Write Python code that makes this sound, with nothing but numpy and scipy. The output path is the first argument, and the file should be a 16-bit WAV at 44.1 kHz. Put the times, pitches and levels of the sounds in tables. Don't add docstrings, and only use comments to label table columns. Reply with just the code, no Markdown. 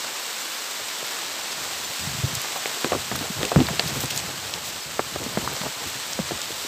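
import sys
import numpy as np
from scipy import signal
from scipy.fft import rfft, irfft
from scipy.io import wavfile

SR = 44100
rng = np.random.default_rng(int(sys.argv[2]) if len(sys.argv) > 2 else 0)


def persist_wave(psi):
    counts = np.round(np.clip(psi, -1, 1) * 32767).astype(np.int16)
    wavfile.write(sys.argv[1], SR, np.atleast_2d(counts).T)


def magnitude_from_level(level_db):
    exponent = np.asarray(level_db, float) / 20
    return 10 ** exponent


N = 294147

# t/s, level/dB, facing the canopy/dB
RAIN_COURSE = [(0.0, -29.5, -0.5), (0.33, -29.5, 1), (1.47, -29.5, -0.3), (1.84, -29.5, 1),
               (2.84, -28.5, 0), (3.16, -30, 1.6), (3.73, -29.5, -0.5), (4.01, -29.5, 0), (4.35, -31, 0.3),
               (4.9, -32.5, 1), (5.42, -30.5, 1), (5.98, -30.5, 0.1), (6.35, -31, .1), (6.67, -30, 3)]
# f/Hz, level/dB (per Hz)
RAIN_SPECTRUM = [(30, -40), (60, -28.5), (230, -8), (480, -3), (1050, -0.5), (2200, -1.5), (4000, 0),
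                 (6400, -4), (8000, -1.5), (8700, -8), (9500, -16.5), (11000, -14), (12700, -11),
                 (15600, -14.5)]
PATTER_FACING, SPRAY_FACING = -0.79, 0.68

# t/s, peak level/dB, ring f/Hz
LEAF_TAPS = [(1.082, -16, 4710), (2.352, -8, 7540), (2.4162, -12, 7900), (2.9205, -19, 2600),
             (2.6572, -12, 2190), (2.8444, -10.5, 2320), (3.19, -13, 4430), (3.43, -11, 3640),
             (3.4508, -13, 2600), (3.5162, -17, 3800), (3.7396, -18, 3880), (3.668, -13.5, 3890),
             (3.6865, -27, 2520), (3.4515, -10, 8060), (3.603, -15, 3000), (3.7944, -5, 2700),
             (3.7952, -6.5, 4280), (3.876, -19, 4630), (4.005, -12, 6500), (4.0567, -12.5, 8330),
             (4.1074, -14.5, 3100), (4.161, -12, 8050), (4.1756, -6.5, 7200), (4.538, -9.5, 3880),
             (5.239, -15, 5980), (5.565, -16, 4870), (5.615, -14, 3430), (6.1324, -12, 6240),
             (6.375, -16.5, 4180), (6.416, -10, 7400)]
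SPLASH_T60_S, SPLASH_GROWTH_DB = 0.011, 50
# t/s, peak level/dB
SPRAY_SPITS = [(.2593, -30), (1.0645, -22), (1.1199, -30), (2.3521, -17), (2.4159, -19), (2.5296, -28),
               (2.5556, -26), (2.5745, -23), (2.6748, -26), (2.8065, -22), (2.8444, -24.5), (3.1597, -17),
               (3.1896, -21), (3.2116, -28), (3.4286, -26), (3.6858, -22), (3.7945, -26), (3.8801, -20),
               (4.0123, -20), (4.0427, -20), (4.1047, -22), (4.5501, -29), (4.6468, -31), (4.6653, -25),
               (5.239, -30), (5.5343, -25), (6.0681, -25.5), (6.1125, -26.5), (6.4153, -35), (6.5211, -29)]
SPIT_T60_S = 0.011
PORT_STEP_HZ = 8300

# t/s, length/s, hiss level/dB, spray level/dB
LEAF_BRUSHES = [(1.504, 0.032, -35, -46), (2.34, 0.025, -46, -42), (3.15, 0.016, -32, -44),
                (3.863, 0.04, -34, -44), (3.936, .06, -41, -41), (4.001, 0.018, -44, -31),
                (4.015, 0.033, -35, -37), (4.103, 0.013, -28.5, -35), (4.145, 0.041, -45, -37),
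                (4.166, 0.041, -32.5, -45), (4.636, 0.075, -38, -42), (5.868, 0.047, -38, -41),
                (6.097, 0.027, -43, -47)]

# start t/s, hold/s, rumble level/dB, scuff level/dB
CASE_RUBS = [(1.2, 0.25, -60.5, -47.5), (1.504, .4, -51, -50), (2.0, 0.19, -38, -59),
             (2.283, 0.046, -40, -45), (2.486, 0.12, -54, -58), (2.678, .1, -64, -44),
             (2.88, .04, -49, -48), (2.922, .05, -35, -37), (2.998, 0.13, -46, -50),
             (3.123, 0.082, -36, -39.5), (3.24, 0.054, -46, -38.5), (3.367, 0.079, -35.5, -35.5),
             (3.534, .03, -38, -48), (3.564, 0.053, -22, -32), (3.7, 0.11, -40, -41),
             (3.823, 0.15, -36.5, -39), (3.96, 0.088, -34.5, -42), (4.112, 0.27, -42.5, -42),
             (4.43, 0.34, -46, -44), (4.859, 0.21, -45.5, -45.5), (5.125, 0.23, -40, -40.5),
             (5.374, 0.14, -35, -36.5), (5.64, 0.026, -39.5, -35.5), (5.768, 0.097, -49, -42.5),
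             (6.076, 0.081, -46, -52), (6.195, .02, -42, -46), (6.25, .04, -48, -55),
             (6.307, 0.032, -36.5, -42), (6.42, .25, -52.5, -48)]
RUB_RISE_DB_PER_S, RUB_FALL_DB_PER_S = 1200, 400

# t/s, peak level/dB, ring f/Hz, shudder t60/s, crack level/dB (to peak)
LEAF_SLAPS = [(1.027, -20.5, 520, 0.013, -22), (2.658, -21.5, 600, 0.044, 0),
              (2.8458, -14.5, 342, 0.097, 5), (2.92, -12.5, 595, 0.098, -4), (2.948, -15, 380, 0.098, -18),
              (3.115, -20.5, 248, 0.14, 6.5), (3.155, -21, 1200, .023, -20), (3.2104, -23.5, 253, 0.096, 4),
              (3.432, -25.5, 403, 0.21, 13.5), (3.517, -14.5, 527, 0.099, -4), (3.5605, -1.5, 165, 0.14, 0),
              (3.6028, -6, 283, 0.073, -6), (3.7042, -15.5, 190, 0.11, -19), (3.7947, -21, 730, 0.077, 4),
              (3.9635, -26, 308, 0.062, 5), (4.0373, -22.5, 317, 0.09, 7), (4.576, -26, 934, 0.033, -5),
              (4.9931, -7.5, 730, 0.04, -6), (5.1604, -17, 544, 0.032, 1), (5.263, -20.5, 227, 0.079, 2.5),
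              (5.3731, -14.5, 294, 0.11, 6.5), (5.5665, -28.5, 597, 0.065, -14),
              (6.1905, -13.5, 490, .04, -2.5), (6.309, -20, 594, .05, -8)]
SHUDDER_DB, SHUDDER_SLOPE = -2.5, -0.28
# t/s, peak level/dB, ring f/Hz, shudder
# level/dB (to peak)
MORE_CONTACTS = [(0.0446, -21.5, 910, -5.5), (.797, -36, 490, 8), (2.07, -21, 146, -15),
                 (2.183, -22, 139, -11), (2.2338, -12.5, 112, -3), (2.327, -21, 150, -20),
                 (2.365, -23.5, 118, -14), (2.4443, -25, 940, 1.5), (2.5572, -28, 880, 5.5),
                 (3.588, -9.5, 268, -5), (3.226, -18, 905, -9), (3.3, -19, 191, -8),
                 (3.615, -4.5, 300, -14), (3.6855, -15.5, 960, -3.5), (3.857, -20, 145, -11),
                 (4.2891, -27.5, 466, 1), (6.317, -16.5, 330, -11), (5.2, -30, 350, -2),
                 (3.1145, -16.5, 746, -3.5), (5.4758, -7, 1060, -21), (6.193, -15.5, 187, -2),
                 (5.61, -21.5, 182, -5), (5.8556, -33, 124, 9), (5.9536, -27.5, 194, 0.5),
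                 (6.5043, -24, 430, -6), (6.6482, -24.5, 385, -10), (2.93, -10.5, 566, -5.5),
                 (3.443, -28, 400, 7), (4.9942, -17, 327, -9), (5.6155, -17.5, 1000, -11)]
KNOCK_T60_S, KNOCK_CRACK_DB = 0.072, -25

# f/Hz, width/Hz, level/dB
CASE_RESONANCES = [
    (138, 12, -6.5),
    (338, 23, -21),
    (680, 20, -15.5),
]

# t/s, centre f/Hz
CHANNEL_PATCHES = [(.419, 7000), (.596, 8950), (.596, 11100), (.885, 10300), (1.246, 12200), (1.352, 13150),
                   (1.433, 6730), (1.853, 5950), (1.853, 6900), (2.025, 4760), (2.025, 8300),
                   (2.107, 10300), (4.273, 9100), (4.832, 5200), (4.832, 7600), (5.729, 11100),
                   (6.446, 14400)]
BLOCK, BLOCK_START = 1024, 944
PATCH_WIDTH_HZ, PATCH_DB = 1500, -38


def rms_one(x):
    return x / np.sqrt(np.mean(x ** 2) + 1e-20)


def in_time(rows):
    s, *columns = np.transpose(rows)
    return [np.interp(np.arange(N) / SR, s, c) for c in columns]


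def band(x, low_hz, high_hz, order=2):
    edges = [low_hz, min(high_hz, .45 * SR)]
    return signal.sosfilt(signal.butter(order, edges, "band", fs=SR, output="sos"), x)


def drift(rate):
    r = np.exp(-80 * np.pi * rate / SR)
    slow = signal.lfilter([1], [1, -2 * r, r * r], rng.standard_normal(N // 40 + 2002))
    slow = rms_one(slow[2000:])
    return np.interp(np.arange(N) / 40, np.arange(len(slow)), slow)


def add(out, s, sound):
    i = round(s * SR)
    out[i:i + len(sound)] += sound[:N - i]


def hit(hz, cycles, tail_t60, tail_db, spread, noise):
    t = np.arange(len(noise)) / SR
    knock = -np.sin(2 * np.pi * hz * t) * magnitude_from_level(-60 * t * hz / cycles)
    knock = band(knock, hz / 1.32, hz * 1.76, order=1)
    fall_db = 60 * t / max(tail_t60, .003)
    dull = rms_one(band(noise, hz / spread, hz * 1.3))
    bright = rms_one(band(noise[::-1], min(hz * 1.15, .4 * SR), hz * 2.26 * np.sqrt(spread)))
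    tail = dull * magnitude_from_level(tail_db - fall_db) + bright * magnitude_from_level(tail_db + 1 - 2.85 * fall_db)
    return knock / np.abs(knock).max() + tail * np.minimum(t * hz, 1)


def rain(far_db, near_db, per_s):
    chance = per_s * magnitude_from_level(2.0 * drift(15)) / SR
    grains = (rng.random(N) < chance) * rng.choice([-1, 1], N)
    grains = grains * magnitude_from_level(3.5 * np.minimum(rng.exponential(1, N), 3.5))
    far = magnitude_from_level(far_db + .5 * drift(29)) * rng.standard_normal(N)
    source = far + magnitude_from_level(near_db) * rms_one(grains)

    hz = np.maximum(np.fft.rfftfreq(N, 1 / SR), 1)
    point_hz, point_db = np.transpose(RAIN_SPECTRUM)
    spectrum = rfft(source) * magnitude_from_level(np.interp(np.log(hz), np.log(point_hz), point_db))
    to_hiss = np.clip(np.log(hz / 1800) / np.log(1.9), 0, 1)
    to_spray = np.clip((hz - 8300) / 900, 0, 1)
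    parts = [irfft(spectrum * w, N) for w in (1 - to_hiss, to_hiss - to_spray, to_spray)]

    level_db, facing_db = in_time(RAIN_COURSE)
    levels = [level_db + PATTER_FACING * facing_db, level_db, level_db + SPRAY_FACING * facing_db]
    mix = np.zeros(N)
    for part, db in zip(parts, levels):
        mix += part * magnitude_from_level(db - db[:SR].mean() + 0.067 * drift(7.4))
    return mix / np.std(sum(parts)) * magnitude_from_level(-31.5)


def drops():
    taps, noise = np.zeros(N), rng.standard_normal((len(LEAF_TAPS), 900))
    for (s, db, hz), row in zip(LEAF_TAPS, noise):
        t60 = SPLASH_T60_S * 10 ** ((db + 14) / SPLASH_GROWTH_DB)
        tap = hit(hz, cycles=9.0, tail_t60=t60, tail_db=-6.5, spread=1.98, noise=row)
        add(taps, s + 0.00046, magnitude_from_level(db - 3.5) * tap)
    spits, noise = np.zeros(N), rng.standard_normal((len(SPRAY_SPITS), 600))
    for (s, db), row in zip(SPRAY_SPITS, noise):
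        spit = hit(13800, cycles=4.7, tail_t60=SPIT_T60_S, tail_db=-10.5, spread=1.47, noise=row)
        add(spits, s + 0.00096, magnitude_from_level(db + 2.5) * spit)
    return band(taps, 410, PORT_STEP_HZ, order=4) + band(spits, 9500, 17000, order=3)


def brushes():
    out, noise = np.zeros(N), rng.standard_normal((len(LEAF_BRUSHES), 3, 4000))
    for (s, length, hiss_db, spray_db), (dull, fine, grit) in zip(LEAF_BRUSHES, noise):
        size = min(round(length * SR), 4000)
        crackle = magnitude_from_level(2.1 * rms_one(band(grit, 60, 500)))
        hiss = magnitude_from_level(hiss_db) * rms_one(band(dull * crackle, 2700, PORT_STEP_HZ, order=4))
        spray = magnitude_from_level(spray_db) * rms_one(band(fine * crackle, 10900, 20000, order=3))
        swell = np.sin(np.pi * np.arange(size) / size) ** 0.33
        add(out, s, (hiss + spray)[:size] * swell)
    return out


def handling():
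    t = np.arange(0, N + 64, 64)[:, None] / SR
    s, hold, *levels = np.transpose(CASE_RUBS)
    rise_db = RUB_RISE_DB_PER_S * np.maximum(s - t, 0)
    fall_db = RUB_FALL_DB_PER_S * np.maximum(t - s - hold, 0)
    gains = []
    for db in levels:
        gain = np.linalg.norm(magnitude_from_level(db - rise_db - fall_db), axis=1)
        gains.append(np.interp(np.arange(N) / SR, t[:, 0], gain))
    rumble_gain, scuff_gain = gains
    lumps = magnitude_from_level(2.5 * drift(30))
    rumble = rms_one(lumps * band(rng.standard_normal(N), 56, 199))
    scuff = rms_one(lumps * magnitude_from_level(3.2 * drift(41)) * band(rng.standard_normal(N), 233, 940))
    return rumble_gain * rumble + scuff_gain * scuff


def thumps():
    contacts = []
    for s, db, hz, t60, crack_db in LEAF_SLAPS:
        contacts.append((s, db, hz, t60, SHUDDER_DB + SHUDDER_SLOPE * (db + 15), crack_db))
    for s, db, hz, shudder_db in MORE_CONTACTS:
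        contacts.append((s, db, hz, KNOCK_T60_S, shudder_db, KNOCK_CRACK_DB))
    out, noise = np.full(N, 1e-18), rng.standard_normal((len(contacts), 2, 7000))
    crack = np.concatenate([-np.hanning(30), .45 * np.hanning(60)])
    for (s, db, hz, t60, shudder_db, crack_db), (row, low) in zip(contacts, noise):
        ring = hit(hz, cycles=6.0, tail_t60=t60, tail_db=shudder_db, spread=1.77, noise=row)
        add(out, s, magnitude_from_level(db - 3.5) * ring)
        add(out, s, magnitude_from_level(db + crack_db + 1.0) * crack)
        deep_db = db + shudder_db - 18.0 - 4.5 * np.log2(hz / 150)
        deep = hit(125, cycles=0.7, tail_t60=4.9 * t60, tail_db=-0.5, spread=1.84, noise=low)
        add(out, s + 0.0035, magnitude_from_level(deep_db) * deep)
    return out


def through_case(x):
    out = x.copy()
    for hz, width_hz, db in CASE_RESONANCES:
        r = np.exp(-np.pi * width_hz / SR)
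        poles = [1, -2 * r * np.cos(2 * np.pi * hz / SR), r * r]
        out += magnitude_from_level(db) * signal.lfilter([(1 - r * r) / 2, 0, (r * r - 1) / 2], poles, x)
    return magnitude_from_level(-1.5) * band(out, 50, 5200)


def scene():
    air = rain(far_db=0., near_db=-4.0, per_s=1500.) + drops() + brushes()
    mono = air + through_case(handling() + thumps())
    return np.array([mono, mono])


def channel_patches():
    side, noise = np.zeros(N), rng.standard_normal((len(CHANNEL_PATCHES), 2 * BLOCK))
    window = signal.windows.kaiser_bessel_derived(2 * BLOCK, 4 * np.pi) ** 3
    hz = np.fft.rfftfreq(2 * BLOCK, 1 / SR)
    for (s, centre_hz), row in zip(CHANNEL_PATCHES, noise):
        db = PATCH_DB + np.interp(centre_hz, *np.transpose(RAIN_SPECTRUM))
        block = round((s * SR - BLOCK_START) / BLOCK)
        patch = rms_one(irfft(rfft(row) * (np.abs(hz - centre_hz) < PATCH_WIDTH_HZ / 2)))
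        add(side, (BLOCK_START + (block - 1) * BLOCK) / SR, magnitude_from_level(db) * window * patch)
    return side


def low_pass(x):
    return signal.sosfilt(signal.butter(12, 16670, fs=SR, output="sos"), x)


def record(dry):
    x = signal.sosfilt(signal.butter(3, 50, "high", fs=SR, output="sos"), dry)
    x = 1.59 * np.tanh(x / 1.421)
    x = signal.sosfiltfilt(signal.cheby2(16, 50, 15880, fs=SR, output="sos"), x)
    mix = x + channel_patches() * [[1], [-1]]
    return low_pass(mix)


dry = scene()
out = record(dry)
persist_wave(out)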